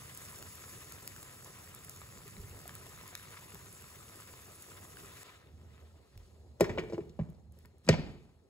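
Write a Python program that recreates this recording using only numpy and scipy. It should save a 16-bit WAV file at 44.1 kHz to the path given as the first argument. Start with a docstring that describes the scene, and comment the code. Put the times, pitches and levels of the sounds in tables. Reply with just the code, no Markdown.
"""Egg and vegetables sizzle gently in a pan: fizz and simmer are shaped noise, with ringing bubbles and spitting fat.
The level dips briefly and a fainter sizzle follows; then a glass lid knocks, rocks on the rim and drops shut,
each contact ringing a set of modes. A faint thin tone starts before the lid knocks and lasts to the end.
The pan shudders after the blows; poking with chopsticks gives dull bumps. Below lie a murmur of the pan and a
rumbling stove; a small kitchen echoes. It is heard close by, through a phone."""
import sys
import numpy as np
from scipy import signal
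from scipy.fft import rfft, irfft, next_fast_len
from scipy.io import wavfile
from scipy.ndimage import uniform_filter1d, map_coordinates

SR = 44100
rng = np.random.default_rng(int(sys.argv[2]) if len(sys.argv) > 2 else 0)


def wav_out(sig):
    """Save sig, one row per channel (or a flat mono array), as 16-bit PCM at SR to the path in sys.argv[1]."""
    wavfile.write(sys.argv[1], SR, np.round(np.clip(np.atleast_2d(sig).T, -1, 1) * 32767).astype(np.int16))


N = 374409
DIP_S = 5.234  # the level dips here; the sizzle is fainter afterwards

# how hard the food fries, before the brief dip: t/s, fizz level/dB, simmer level/dB
FRYING = [(0, -53.5, -57), (.62, -53, -58.5), (1.25, -55.5, -60.5), (1.8, -57, -61), (2.5, -57.5, -61),
          (3.1, -56.5, -59), (4.0, -57, -61.5), (5.0, -56.5, -61), (5.1, -58, -58.5), (5.233, -55.5, -58),
          (5.24, -61, -57), (5.275, -64, -54), (5.31, -65, -59.5), (5.36, -66, -63), (5.42, -74.5, -66.5),
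          (5.53, -76.5, -74.5), (5.79, -73, -70), (6.04, -76, -75.5), (6.27, -72.5, -75.5),
          (6.44, -78, -79.5), (7.0, -78, -78), (7.41, -82, -83), (7.51, -84, -88), (7.54, -78, -78),
          (7.62, -74, -76), (7.7, -82, -80.5), (7.83, -81.5, -80.5), (7.85, -69, -73), (8.49, -85.5, -85)]
# colour of the steam bubbling under the egg: f/Hz, relative level/dB
SIMMER_COLOUR = [(500, -29), (800, -19.5), (1020, 1.5), (1130, -4.5), (1260, 1.5), (1450, -5), (1900, -2.5),
                 (2300, -5.5), (2700, -5.5), (3200, -11), (3600, -7), (6000, -23.5)]
# colour of the fizz until the dip: f/Hz, relative level/dB
EARLY_FIZZ_COLOUR = [(1500, -21), (3000, -9), (3300, -15), (3650, -6.5), (4000, -10), (4400, -2.5),
                     (5500, -0.5), (6100, 1), (6600, 0.5), (7000, 3.5), (7350, 3), (8000, 2), (9500, 5),
                     (11500, -0.5), (13500, -2), (15600, -4.5)]
# colour of the fizz from the dip on: f/Hz, relative level/dB
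LATE_FIZZ_COLOUR = [(1500, -41.5), (3000, -2.5), (4400, 0), (7000, -1), (9500, 1), (11500, -7),
                    (13500, -6.5), (15600, -14)]


def sizzle():
    """Steam bubbles under the egg, and water boiling off in the fat makes a fine fizz: both are patchy noise."""
    fizz_db, simmer_db = curves(FRYING)
    simmer_gain = amp(simmer_db + 1.7 * wobble(45))
    simmer = simmer_gain * rush(SIMMER_COLOUR, grainy=0.19, per_second=270, spread_db=2.5)
    early = rush(EARLY_FIZZ_COLOUR, grainy=0.2, per_second=900, spread_db=5.0)
    late = rush(LATE_FIZZ_COLOUR, grainy=0.15, per_second=530, spread_db=2.0)
    fizz_gain = amp(fizz_db + 0.34 * wobble(40) + 0.43 * wobble(14))
    fizz = fizz_gain * np.where(after_dip(1) > 0, late, early)
    return patchy(simmer, depth_db=1.5) + patchy(fizz, depth_db=2.0)


# the clearest steam bubbles bursting in the egg: t/s, starting level/dB of the lowest tone, its pitch f/Hz
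CLEAR_POPS = [(0.3287, -52, 1010), (0.6392, -44, 1310), (0.9226, -47, 1310), (1.1634, -42.5, 1620),
              (1.46, -46, 1030), (2.017, -41.5, 1240), (2.2178, -49, 1300), (2.3673, -42.5, 2180),
              (2.6943, -43.5, 1240), (2.6935, -38, 1760), (2.571, -48, 2120), (2.762, -48, 1290),
              (2.976, -46, 1300), (3.284, -45, 2200), (2.8653, -48, 982), (2.9876, -46, 2120),
              (3.0649, -54, 1060), (3.235, -50, 1200), (3.5214, -46, 2700), (3.6681, -48, 2160),
              (4.3395, -49, 1260), (4.8404, -75, 1930), (0.7746, -48, 1270), (0.02, -46, 1200),
              (0.345, -47, 1250), (0.68, -49, 1150), (0.947, -54, 1010), (1.492, -54, 1050),
              (1.7429, -46, 1280), (1.9599, -50, 1250), (2.6349, -59, 1060), (3.0124, -44.5, 1250),
              (3.1541, -44, 2570), (3.1965, -43, 1640), (3.2546, -47, 2150), (3.2735, -48, 1230),
              (4.083, -46, 2950), (4.9706, -40, 1600), (0.426, -47, 1500), (1.228, -47, 1150),
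              (1.335, -53, 1200)]
SMALL_POPS_PER_S, SMALL_POP_DB, SMALL_POP_HZ = 34, -56, 1400  # rate, mean level, middle pitch
POP_CYCLES = 17  # cycles of the lowest tone while it falls by 60 dB
TEAR_GAIN = 0.632  # of the smoothed noise, against the lowest tone


def pops():
    """Each bubble rings a few cycles with weaker overtones, and its skin tears with a wet click, across the pan."""
    s, (size, pitch, _) = scattered(SMALL_POPS_PER_S, count=320)
    small = np.transpose([s, SMALL_POP_DB + 4.8 * size, SMALL_POP_HZ * np.exp(0.3 * pitch)])
    s, db, hz = np.vstack([CLEAR_POPS, small]).T[:, :, None]
    turns = hz * np.arange(SR // 50) / SR  # cycles since the start
    tones = np.sin(2 * np.pi * turns)
    tones += 0.51 * np.sin(2 * np.pi * 1.805 * turns)
    tones += 0.5 * amp(-9 * turns) * np.sin(2 * np.pi * 2.8 * turns)
    ring = amp(db - 60 * turns / POP_CYCLES) * tones
    tear = uniform_filter1d(rng.standard_normal(turns.shape), size=7, axis=1) * amp(-14 * turns)
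    pop = ring + amp(db) * TEAR_GAIN * tear
    pan_db = 0.99 + 3 * rng.standard_normal(s.shape)  # left over right
    return np.array([placed(s[:, 0], amp(side * pan_db / 2) * pop) for side in (1, -1)])


# chosen spits and small ticks: t/s, peak level/dB of the thin snap, body level/dB against that snap
CHOSEN_SPITS = [(0.1491, -33, -13), (0.1745, -30.5, -23), (0.4259, -37, 3), (0.5544, -37, -9),
                (0.9223, -35, -1), (1.076, -31, -1), (1.2296, -38, 3), (1.7484, -34, -6), (1.8472, -37, -3),
                (1.8956, -30.5, -15), (2.2792, -36.5, -6), (2.6783, -32.5, -7), (2.7526, -34, -6),
                (2.8943, -39, -5), (3.0784, -38, -5), (3.1522, -38.5, 12.5), (3.1757, -40, -12),
                (3.5458, -36, -1), (3.7274, -40, -6), (3.8227, -40, -5), (4.6229, -37.5, -16),
                (5.2314, -44, 2), (6.1764, -61.5, 16), (7.3013, -51, -11), (7.5228, -52, -10),
                (7.5887, -50, -10), (7.657, -52, 3.5), (7.783, -59, -11)]
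SMALL_SPITS_PER_S, SMALL_SPIT_DB, SMALL_BODY_DB = 10, -49.5, -2.5  # rate and the two mean levels


def spits():
    """Each spit of fat or tick is a very short snap of noise through broad resonances, thin or with some body."""
    s, (size, fullness, _) = scattered(SMALL_SPITS_PER_S, count=120)
    small = np.transpose([s, SMALL_SPIT_DB + 4 * size, SMALL_BODY_DB + 3 * fullness])
    s, db, body_db = np.vstack([CHOSEN_SPITS, small]).T[:, :, None]
    t = np.arange(1024) / SR
    hz = np.fft.rfftfreq(len(t), 1 / SR)
    snap = rfft(rng.standard_normal((len(s), len(t))) * amp(-60 * t / 0.009))
    bright = resonances([(9900, 7300, 0)], hz) * resonances([(10900, 20000, 0)], hz)
    thin = peak_one(irfft(snap * bright))
    body_hz = 3500 * np.exp(0.22 * rng.standard_normal(s.shape))
    body = peak_one(irfft(snap * resonances([(body_hz, 1.9 * body_hz, 0)], hz)))
    return placed(s[:, 0], amp(db) * (thin + amp(body_db) * body))


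# lid touching rim: t/s, push level/dB into the thud, knock, clack and tick modes,
# rattle time/s to fall by 60 dB, favoured knock f/Hz, favoured clack f/Hz
LID_CONTACTS = [(6.598, -3, 12, -18.5, -23.5, 0.041, 427, 1524),
                (6.607, 23.5, 38, 10, -6, 0.052, 442, 2220), (6.624, 20, 11, 0, -24.5, 0.1, 416, 1505),
                (6.641, -7, 0, 5, -18, 0.09, 418, 2125), (6.693, 10, 11, 2, -21.5, .085, 420, 2080),
                (6.775, -11, 22, -2, -56, 0.019, 710, 1080), (6.782, 10.5, 22, 9, -29, 0.087, 395, 2300),
                (6.793, -1, 7, -14, -20, 0.043, 420, 1800), (6.836, 2, 4, -9, -35, .046, 420, 1900),
                (6.897, -5, 11, -18, -29, 0.097, 417, 1950), (6.923, -6, 19, -16, -30, .049, 400, 2400),
                (6.932, 14, 19.5, -16, -26, 0.096, 414, 1000), (6.943, -7, -5, -8.5, -34, 0.026, 420, 2380),
                (6.979, -3, 24, -14, -37, 0.044, 320, 1000), (7.003, 10, -7, -15.5, -45, .05, 320, 2100),
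                (7.051, 0, -13, -36, -62, 0.024, 395, 2050), (7.094, 0, -14.5, -49, -33.5, .02, 297, 3470),
                (7.19, 23.5, 14.5, -7.5, -46, 0.05, 561, 1010),
                (7.194, -7.5, -7, -17, -58, 0.026, 560, 1900), (7.209, 21, -21, -16, -50, .034, 300, 1900),
                (7.288, 7, -11, -40, -43.5, .06, 380, 2260), (7.345, -7, -19, -35, -44, .03, 300, 1260),
                (7.569, -12.5, -10.5, -33, -54.5, .08, 422, 1260),
                (7.649, -14, -15, -18.5, -50.5, 0.022, 400, 1807),
                (7.846, -4.5, -16, -41.5, -36, .04, 400, 3010),
                (7.865, 9, -7, -35, -26.5, 0.025, 302.4, 3400), (7.876, 20, 7, 2, -29.5, 0.046, 500, 1442),
                (7.888, 35, 36.5, 23.5, 4.5, 0.023, 449, 2107),
                (7.896, 30, 10.5, 3, -12.5, 0.046, 650, 2890), (7.909, 23.5, 0, 8, -25.5, .08, 404, 3110),
                (7.926, 25, -6.5, 7.5, -29, 0.093, 299, 2400), (7.939, 15, 24.5, 7, -29, .04, 800, 1400),
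                (7.987, 10.5, 3.5, -18, -35.5, .046, 400, 2100),
                (8.097, 3, -21, -17, -41, 0.085, 462, 1300)]
# ringing modes of lid and pan: f/Hz, width f/Hz, level/dB
LID_MODES = [(49, 19, -9), (81, 41, -6), (112, 33, -0.5), (155.2, 48, 5), (186.4, 61, 3.5), (317, 46, -8.5),
             (352, 40, -7.5), (411, 38.6, 2), (460, 246, -1), (477, 62, -4.5), (553, 28, -21),
             (670, 43, -5.5), (815, 38, -15.5), (973, 55, 5), (1230, 32, -2), (1456, 36, -8),
             (1505, 43, -3.5), (1690, 26, -16.5), (1844, 24, 2.5), (2000, 37, -10.5), (2305, 45, 4.5),
             (2520, 27, -10.5), (2700, 33, -12.5), (2885, 82, -11.5), (3160, 30, -11.5), (3475, 17, -0.5),
             (1900, 5500, -8), (3630, 50, 5.5), (3810, 43, 12), (4040, 30, 3.5), (4200, 22, 14),
             (4900, 40, -3.5), (5270, 55, 15.5), (5800, 60, 8.5), (6060, 50, -5), (5200, 4200, 6.5)]
# limits of the thud, knock, clack and tick groups: f/Hz
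MODE_GROUP_LIMITS = [0, 280, 900, 3500, 20000]
# knock, then clack: reach of the favoured pitch as a share of it, gain far from it
PITCH_FAVOUR = [(.4, 0.25), (.5, 0.46)]
RATTLE_RISE_S = 0.0012
BLOW_LAG_S = 0.001038  # the full weight lands just after the edge first touches
MODE_DRIFT = 0.0021  # chance in the pitch of each clear ring, as a share
RING_RATTLE_SHARE = 0.45  # the clear rings follow mostly the blow
LATE_CONTACT_S, LATE_RING_DB = 7.88, -4  # level of the clear rings for contacts after this time


def lid():
    """A blow and a short rattle drive the same modes at every contact; where it lands favours some of them."""
    out, t = np.zeros(N + SR), np.arange(2 ** 14) / SR
    hz = np.fft.rfftfreq(len(t), 1 / SR)
    modes = np.array(LID_MODES, dtype=float)
    centre_hz, width_hz = modes[:, 0], modes[:, 1]
    group = np.digitize(centre_hz, MODE_GROUP_LIMITS) - 1
    clear = (centre_hz > MODE_GROUP_LIMITS[2]) & (width_hz < centre_hz / 10)  # the narrow high rings
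    # the low modes follow the blow, the broad high ones the rattle
    rattle_share = np.array([[0.12], [0.25], [0.8], [0.85]])
    # a padded contact passes little above the modes that it drives
    soft_hz = np.array([[600], [1800], [6000], [9500]])
    edges = (1j * hz / (25 + 1j * hz)) ** 2 / (1 + 1j * hz / soft_hz) ** 4
    blow = rfft(np.arange(len(t)) == round(BLOW_LAG_S * SR))

    def push(share, rattle):
        return share * rattle + (1 - share) * blow

    def answer(tuned, chosen):
        return np.array([resonances(tuned[chosen & (group == k)], hz) + 0 * hz for k in range(4)])

    for s, thud_db, knock_db, clack_db, tick_db, t60, knock_hz, clack_hz in LID_CONTACTS:
        rattle = rng.standard_normal(len(t)) * amp(-60 * t / t60) * (1 - np.exp(-t / RATTLE_RISE_S))
        rattle = rfft(rattle / np.linalg.norm(rattle))
        tuned = modes.copy()
        tuned[:, 0] *= 1 + MODE_DRIFT * clear * rng.standard_normal(len(modes))
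        body = push(rattle_share, rattle) * answer(tuned, ~clear)
        ring_gain = amp(LATE_RING_DB * (s > LATE_CONTACT_S))
        body = body + ring_gain * push(RING_RATTLE_SHARE, rattle) * answer(tuned, clear)
        for k, favoured_hz, (reach, floor) in zip((1, 2), (knock_hz, clack_hz), PITCH_FAVOUR):
            body[k] *= floor + resonances([(favoured_hz, reach * favoured_hz, 0)], hz)
        sound = amp([[thud_db], [knock_db], [clack_db], [tick_db]]) * body * edges
        out[round(s * SR):][:len(t)] += irfft(sound.sum(axis=0))
    return out[:N]


# steel edge on steel rim: t/s, peak level/dB, centre f/Hz
RIM_CRACKS = [(6.6073, -22, 9050), (7.8882, -20, 4750)]
CRACK_T60_S = 0.02  # time for the noise to fall by 60 dB


def edge_cracks():
    """The two hard landings begin with a bright crack: a short noise burst through a broad resonance."""
    s, db, centre_hz = np.transpose(RIM_CRACKS)[:, :, None]
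    t = np.arange(1024) / SR
    hz = np.fft.rfftfreq(len(t), 1 / SR)
    burst = rfft(rng.standard_normal((len(s), len(t))) * amp(-60 * t / CRACK_T60_S))
    crack = irfft(burst * resonances([(centre_hz, 1.1 * centre_hz, 0)], hz) ** 3)
    return placed(s[:, 0], amp(db) * peak_one(crack))


# the pan shudders on its stand after the lid strikes, levels before the soft rise and, for the ring,
# before its channels are averaged: t/s, broad noise level/dB, hollow ring level/dB, time/s to fall by 60 dB
PAN_SHUDDERS = [(6.62, -38, -37.5, 0.97), (6.77, -46, -43, 1), (6.93, -56, -47.5, 0.8),
                (7.2, -49, -68, 0.53), (7.941, -39.5, -49, 0.84), (8.1, -49, -49, 0.34)]
# colour of the broad noise: f/Hz, relative level/dB
SHUDDER_COLOUR = [(24, -46.5), (40, 2), (130, 1.5), (281, -2), (432, -22), (711, -11.5), (853, -16.5),
                  (1800, -28), (4360, -38.5), (7860, -37.5), (9000, -62.5), (11700, -100.5), (19800, -120)]
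# colour of the air between lid and pan: f/Hz, relative level/dB
HOLLOW_COLOUR = [(250, -39.5), (320, 5), (360, 7.5), (390, 5), (415, 9.5), (480, 1), (540, -17.5),
                 (650, -19), (900, -41)]
SHUDDER_RISE_S = 0.029


def shudder():
    """The shaken pan gives rough noise and a hollow ring of air, which rise fast after a blow and die away."""
    s, noise_db, ring_db, t60 = np.transpose(PAN_SHUDDERS)[:, :, None]
    t = np.arange(SR // 2) / SR
    shape = amp(-60 * t / t60) * (1 - np.exp(-t / SHUDDER_RISE_S))

    def level(db):
        return np.sqrt(placed(s[:, 0], (amp(db) * shape) ** 2))  # overlapping shudders add as power

    noise = amp(1.6 * wobble(27)) * rush(SHUDDER_COLOUR, grainy=0.27, per_second=140, spread_db=1.5)
    ring = rush(HOLLOW_COLOUR).mean(axis=0)
    return level(noise_db) * leaning(noise) + level(ring_db) * ring


# dull bumps through the stove top, levels before the soft start:
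# t/s, ring level/dB, ring f/Hz, thud level/dB, knock level/dB
STOVE_BUMPS = [(2.256, -60, 99, -76, -41.5), (2.376, -36.5, 180, -47, -47), (2.398, -33, 73, -61, -44),
               (2.431, -36, 92, -64, -49), (2.495, -39, 89, -55, -58), (3.536, -40, 178, -70, -42.5),
               (5.031, -58, 93, -57, -46), (6.159, -39, 97, -48, -52), (6.199, -40, 72, -55, -64.5)]
BUMP_T60_S, THUD_T60_S, KNOCK_T60_S = 0.088, 0.31, 0.07  # times to fall by 60 dB
THUD_HZ, KNOCK_HZ = 48, 403


def bumps():
    """Soft pushes: a short low ring, a deep thud of the counter and a knock of the pan, all dying sines."""
    s, db, hz, thud_db, knock_db = np.transpose(STOVE_BUMPS)[:, :, None]
    t = np.arange(SR // 3) / SR
    ring = amp(db - 60 * t / BUMP_T60_S) * np.sin(2 * np.pi * hz * t)
    thud = amp(thud_db - 60 * t / THUD_T60_S) * np.sin(2 * np.pi * THUD_HZ * t)
    knock = amp(knock_db - 60 * t / KNOCK_T60_S) * np.sin(2 * np.pi * KNOCK_HZ * t)
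    soft_start = 1 - np.exp(-t / 0.0064)
    return placed(s[:, 0], (ring + thud + knock) * soft_start)


TONE_FROM_S, TONE_DB, TONE_FADE_DB_PER_S = 5.8, -90, 0.5


def thin_tone():
    """A faint, unsteady whistle: a narrow band of noise that fades slowly."""
    since = np.arange(N) / SR - TONE_FROM_S
    fade_in = np.clip(since / 0.092, 0, 1)
    level = amp(TONE_DB - TONE_FADE_DB_PER_S * since + 3 * wobble(7)) * fade_in
    return level * rush([(4000, -56.0), (4130, 0.0), (4210, -2.5), (4330, -64.5)])


# colour of the pan's murmur: f/Hz, relative level/dB
MURMUR_COLOUR = [(180, -22.5), (260, -9), (400, -3.5), (560, -8.5), (800, -12.5), (1400, -32.5),
                 (2500, -54.5)]
# shared by murmur() and stove(), before the brief dip: t/s, stove rumble level/dB, pan murmur level/dB
STOVE_LEVELS = [(0, -56.5, -61), (1.4, -58, -62.5), (1.8, -58, -64.5), (2.5, -54.5, -61.5),
                (3.0, -58.5, -64), (4.3, -60.5, -64), (4.65, -60.5, -61.5), (5.1, -56, -61),
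                (5.3, -65.5, -64), (5.42, -63, -65), (5.55, -58.5, -67.5), (5.8, -56.5, -66),
                (6.15, -61, -69), (6.5, -57, -68), (7.4, -57, -70), (7.64, -56, -69.5), (7.85, -61.5, -72),
                (8.49, -65.5, -74)]


def murmur():
    """The bowl of the pan murmurs: low, slightly grainy noise of unsteady level."""
    gain = amp(curves(STOVE_LEVELS)[1] + 1.8 * wobble(20))
    return gain * rush(MURMUR_COLOUR, grainy=0.067, per_second=40, spread_db=2.0)


# colour of the rumble until the dip: f/Hz, relative level/dB
RUMBLE_EARLY_COLOUR = [(15, -49), (25, -38), (43, -11), (97, 3), (184, -6), (217, -9.5), (300, -17.5),
                       (390, -83), (660, -120)]
# colour it moves to from the dip on: f/Hz, relative level/dB
RUMBLE_LATE_COLOUR = [(15, -53.5), (25, -50), (38, -35), (62, -3.5), (74, 4), (79, 11), (85, -1),
                      (100, -5.5), (162, -12), (234, -12.5), (300, -28.5), (390, -41.5), (660, -120)]


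def stove():
    """The stove is a lumpy low noise that changes colour over about half a second from the dip."""
    late = after_dip(0.57)
    drone = np.sqrt(1 - late) * rush(RUMBLE_EARLY_COLOUR) + np.sqrt(late) * rush(RUMBLE_LATE_COLOUR)
    return amp(curves(STOVE_LEVELS)[0] + 0.96 * wobble(14)) * leaning(drone)


# how long the room rings: f/Hz, time/s to fall by 60 dB
KITCHEN_T60 = [(100, 0.76), (300, 0.44), (1000, 0.46), (4000, 0.65), (6500, 0.26), (9000, 0.15),
               (14000, 0.2)]


def kitchen(x):
    """The room answers with a tail of noise in which each frequency dies at its own speed."""
    hz, t, z = signal.stft(rng.standard_normal((2, SR)), SR, nperseg=512)
    decay = amp(-60 * t / along(KITCHEN_T60, hz)[:, None])
    mid, side = signal.istft(z * decay, SR, nperseg=512)[1]
    tail = (mid + 0.58 * np.array([[1], [-1]]) * side) / np.linalg.norm(mid)
    delayed = np.pad(x, (300, 0))  # samples
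    return signal.fftconvolve(delayed[None], tail, axes=1)[:, :N]


def amp(db):
    """Gain of a level in dB."""
    return 10 ** (np.asarray(db) / 20)


def unit(x):
    """x at rms 1."""
    return x / np.sqrt(np.mean(x ** 2) + 1e-20)


def peak_one(x):
    """Each row of x with its peak at 1."""
    return x / np.abs(x).max(axis=1, keepdims=True)


def along(points, hz):
    """Values read between (Hz, value) points on a log axis."""
    f, v = np.transpose(points)
    return np.interp(np.log(hz + 1), np.log(f + 1), v)


def curves(rows):
    """One value per sample for each column after the time."""
    s, *cols = np.transpose(rows)
    return [np.interp(np.arange(N) / SR, s, c) for c in cols]


def wobble(rate):
    """A smooth random curve, rate knots a second."""
    knots = rng.standard_normal(int(N * rate / SR) + 4)
    return map_coordinates(knots, [np.arange(N) * rate / SR])


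def after_dip(fade_s):
    """0 until the level dips, then rising to 1 over fade_s seconds."""
    return np.clip((np.arange(N) / SR - DIP_S) / fade_s, 0, 1)


def scattered(per_second, count):
    """Random moments before the level dips, and three normal draws for each."""
    times = np.cumsum(rng.exponential(size=count)) / per_second
    draws = rng.standard_normal((count, 3))
    return times[times < DIP_S], draws[times < DIP_S].T


def placed(times, sounds):
    """Each row of sounds laid down at its time."""
    at = np.round(np.asarray(times) * SR).astype(int)[:, None] + np.arange(sounds.shape[1])
    return np.bincount(at.ravel(), sounds.ravel(), N + SR)[:N]


def filtered(x, response):
    """x times a complex response of frequency."""
    m = next_fast_len(N + 8192)
    return irfft(rfft(x, m) * response(np.fft.rfftfreq(m, 1 / SR)), m)[..., :N]


def resonances(modes, hz):
    """Answer of (Hz, width, dB) modes that ring only after the push, with alternating signs."""
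    return sum((-1) ** k * amp(db) * 1j * hz * w / (c * c - hz * hz + 1j * hz * w)
               for k, (c, w, db) in enumerate(modes))


def grains(per_second, spread_db):
    """Two unrelated trains of tiny bursts at random moments, a few of them much stronger."""
    fires = rng.random((2, N)) < per_second / SR
    strength = amp(spread_db * np.minimum(rng.exponential(size=(2, N)), 3.5))
    return unit(fires * rng.standard_normal((2, N)) * strength)


# how alike left and right are in the noise: f/Hz, likeness (1 is the same, 0 unrelated)
LIKENESS = [(60, 0.91), (250, 0.9), (700, 0.53), (1300, 0.75), (2000, 0.95), (4000, 0.054), (6000, 0.58)]


def rush(spectrum, grainy=0, per_second=1000, spread_db=3):
    """Stereo noise of rms 1, part smooth and part grains; mixing two noises sets the left-right likeness."""
    share = np.clip(grainy, 0, 1)
    smooth = np.sqrt(1 - share) * rng.standard_normal((2, N))
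    pair = smooth + np.sqrt(share) * grains(per_second, spread_db)

    def colour(hz):
        turn = np.arccos(np.clip(along(LIKENESS, hz), -1, 1)) / 2
        return amp(along(spectrum, hz)) * [np.cos(turn), np.sin(turn)]

    mid, side = filtered(pair, colour)
    return np.array([mid + side, mid - side]) / np.sqrt(np.mean(mid ** 2 + side ** 2))


def patches(hz_bins, frames):
    """A random field over frequency and time, smooth across a few bins and frames."""
    field = rng.standard_normal((129, N // 128 + 2))
    return unit(uniform_filter1d(uniform_filter1d(field, hz_bins, 0), frames, 1))


def patchy(x, depth_db):
    """x with spots of random gain, a few hundred Hz wide and some 30 ms long."""
    z = signal.stft(x, nperseg=256)[2]
    gain = amp(depth_db * patches(hz_bins=3, frames=10)[:, :z.shape[-1]])
    return signal.istft(z * gain, nperseg=256)[1][:, :N]


BASS_LEAN_DB = -1  # stove and stand, left over right


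def leaning(x):
    """x a little nearer the right."""
    return x * amp([[BASS_LEAN_DB / 2], [-BASS_LEAN_DB / 2]])


DIP_GAIN, DIP_BACK_S = 0.18, 0.023  # gain at the bottom of the dip, time to fade back in


def scene():
    """Hits and crackle sound in the kitchen over steady layers, which drop at DIP_S and fade back in."""
    hits = lid() + edge_cracks() + bumps()
    crackle = pops() + spits()
    back = after_dip(DIP_BACK_S)
    dip = np.where(back > 0, DIP_GAIN + (1 - DIP_GAIN) * back, 1)
    steady = (sizzle() + murmur() + stove()) * dip
    room = amp(-15.5) * kitchen(hits) + amp(-13.0) * kitchen(crackle.mean(axis=0))
    return hits + crackle + room + steady + shudder() + thin_tone()


# left over right below the treble: f/Hz, level/dB
LEFT_TILT = [(60, -1), (130, -1.5), (290, 0.7), (640, 0.8), (1410, 1.8), (3100, 2.5), (6820, 0),
             (15000, 0.0)]
# how far left runs ahead of right: f/Hz, phase/radians
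LEFT_LEAD = [(100, 0.041), (1200, 0.87), (1800, 1.44), (2400, 1.8), (3500, 1.63), (4800, 1.6), (6500, 2)]
SPREAD_FROM_HZ = 6200  # around here the one-signal treble takes over
IN_PHASE_HZ, TURN_HZ = 6950, 4420  # where both sides agree, and the span of one whole phase turn
SHELF_HZ, TOP_HZ = 15750, 16700  # treble low-pass: shelf and upper limit


def record(dry):
    """The phone leans its channels a little; its treble is one signal whose phase turns between left and right."""
    left = np.array([[1], [-1]])

    def step(hz, at_hz, width_hz):
        return np.clip((hz - at_hz) / width_hz + 0.5, 0, 1)

    def cross(hz):
        return step(hz, SPREAD_FROM_HZ, 960)

    def treble(hz):
        turn = 2 * np.pi * (hz - IN_PHASE_HZ) / TURN_HZ
        turn = turn - 0.64 * np.sin(2 * turn) / 2  # a bend that flattens the phase turn near 0 and pi
        top = amp(-24 * step(hz, SHELF_HZ, 100)) * (1 - step(hz, TOP_HZ, 300))
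        return np.exp(-0.5j * left * turn) * cross(hz) * top

    def lower(hz):
        lead = np.exp(0.5j * left * along(LEFT_LEAD, hz))
        return amp(left * along(LEFT_TILT, hz) / 2) * lead * (1 - cross(hz))

    return filtered(dry, lower) + filtered(dry[0], treble)


dry = scene()
out = record(dry)
wav_out(out)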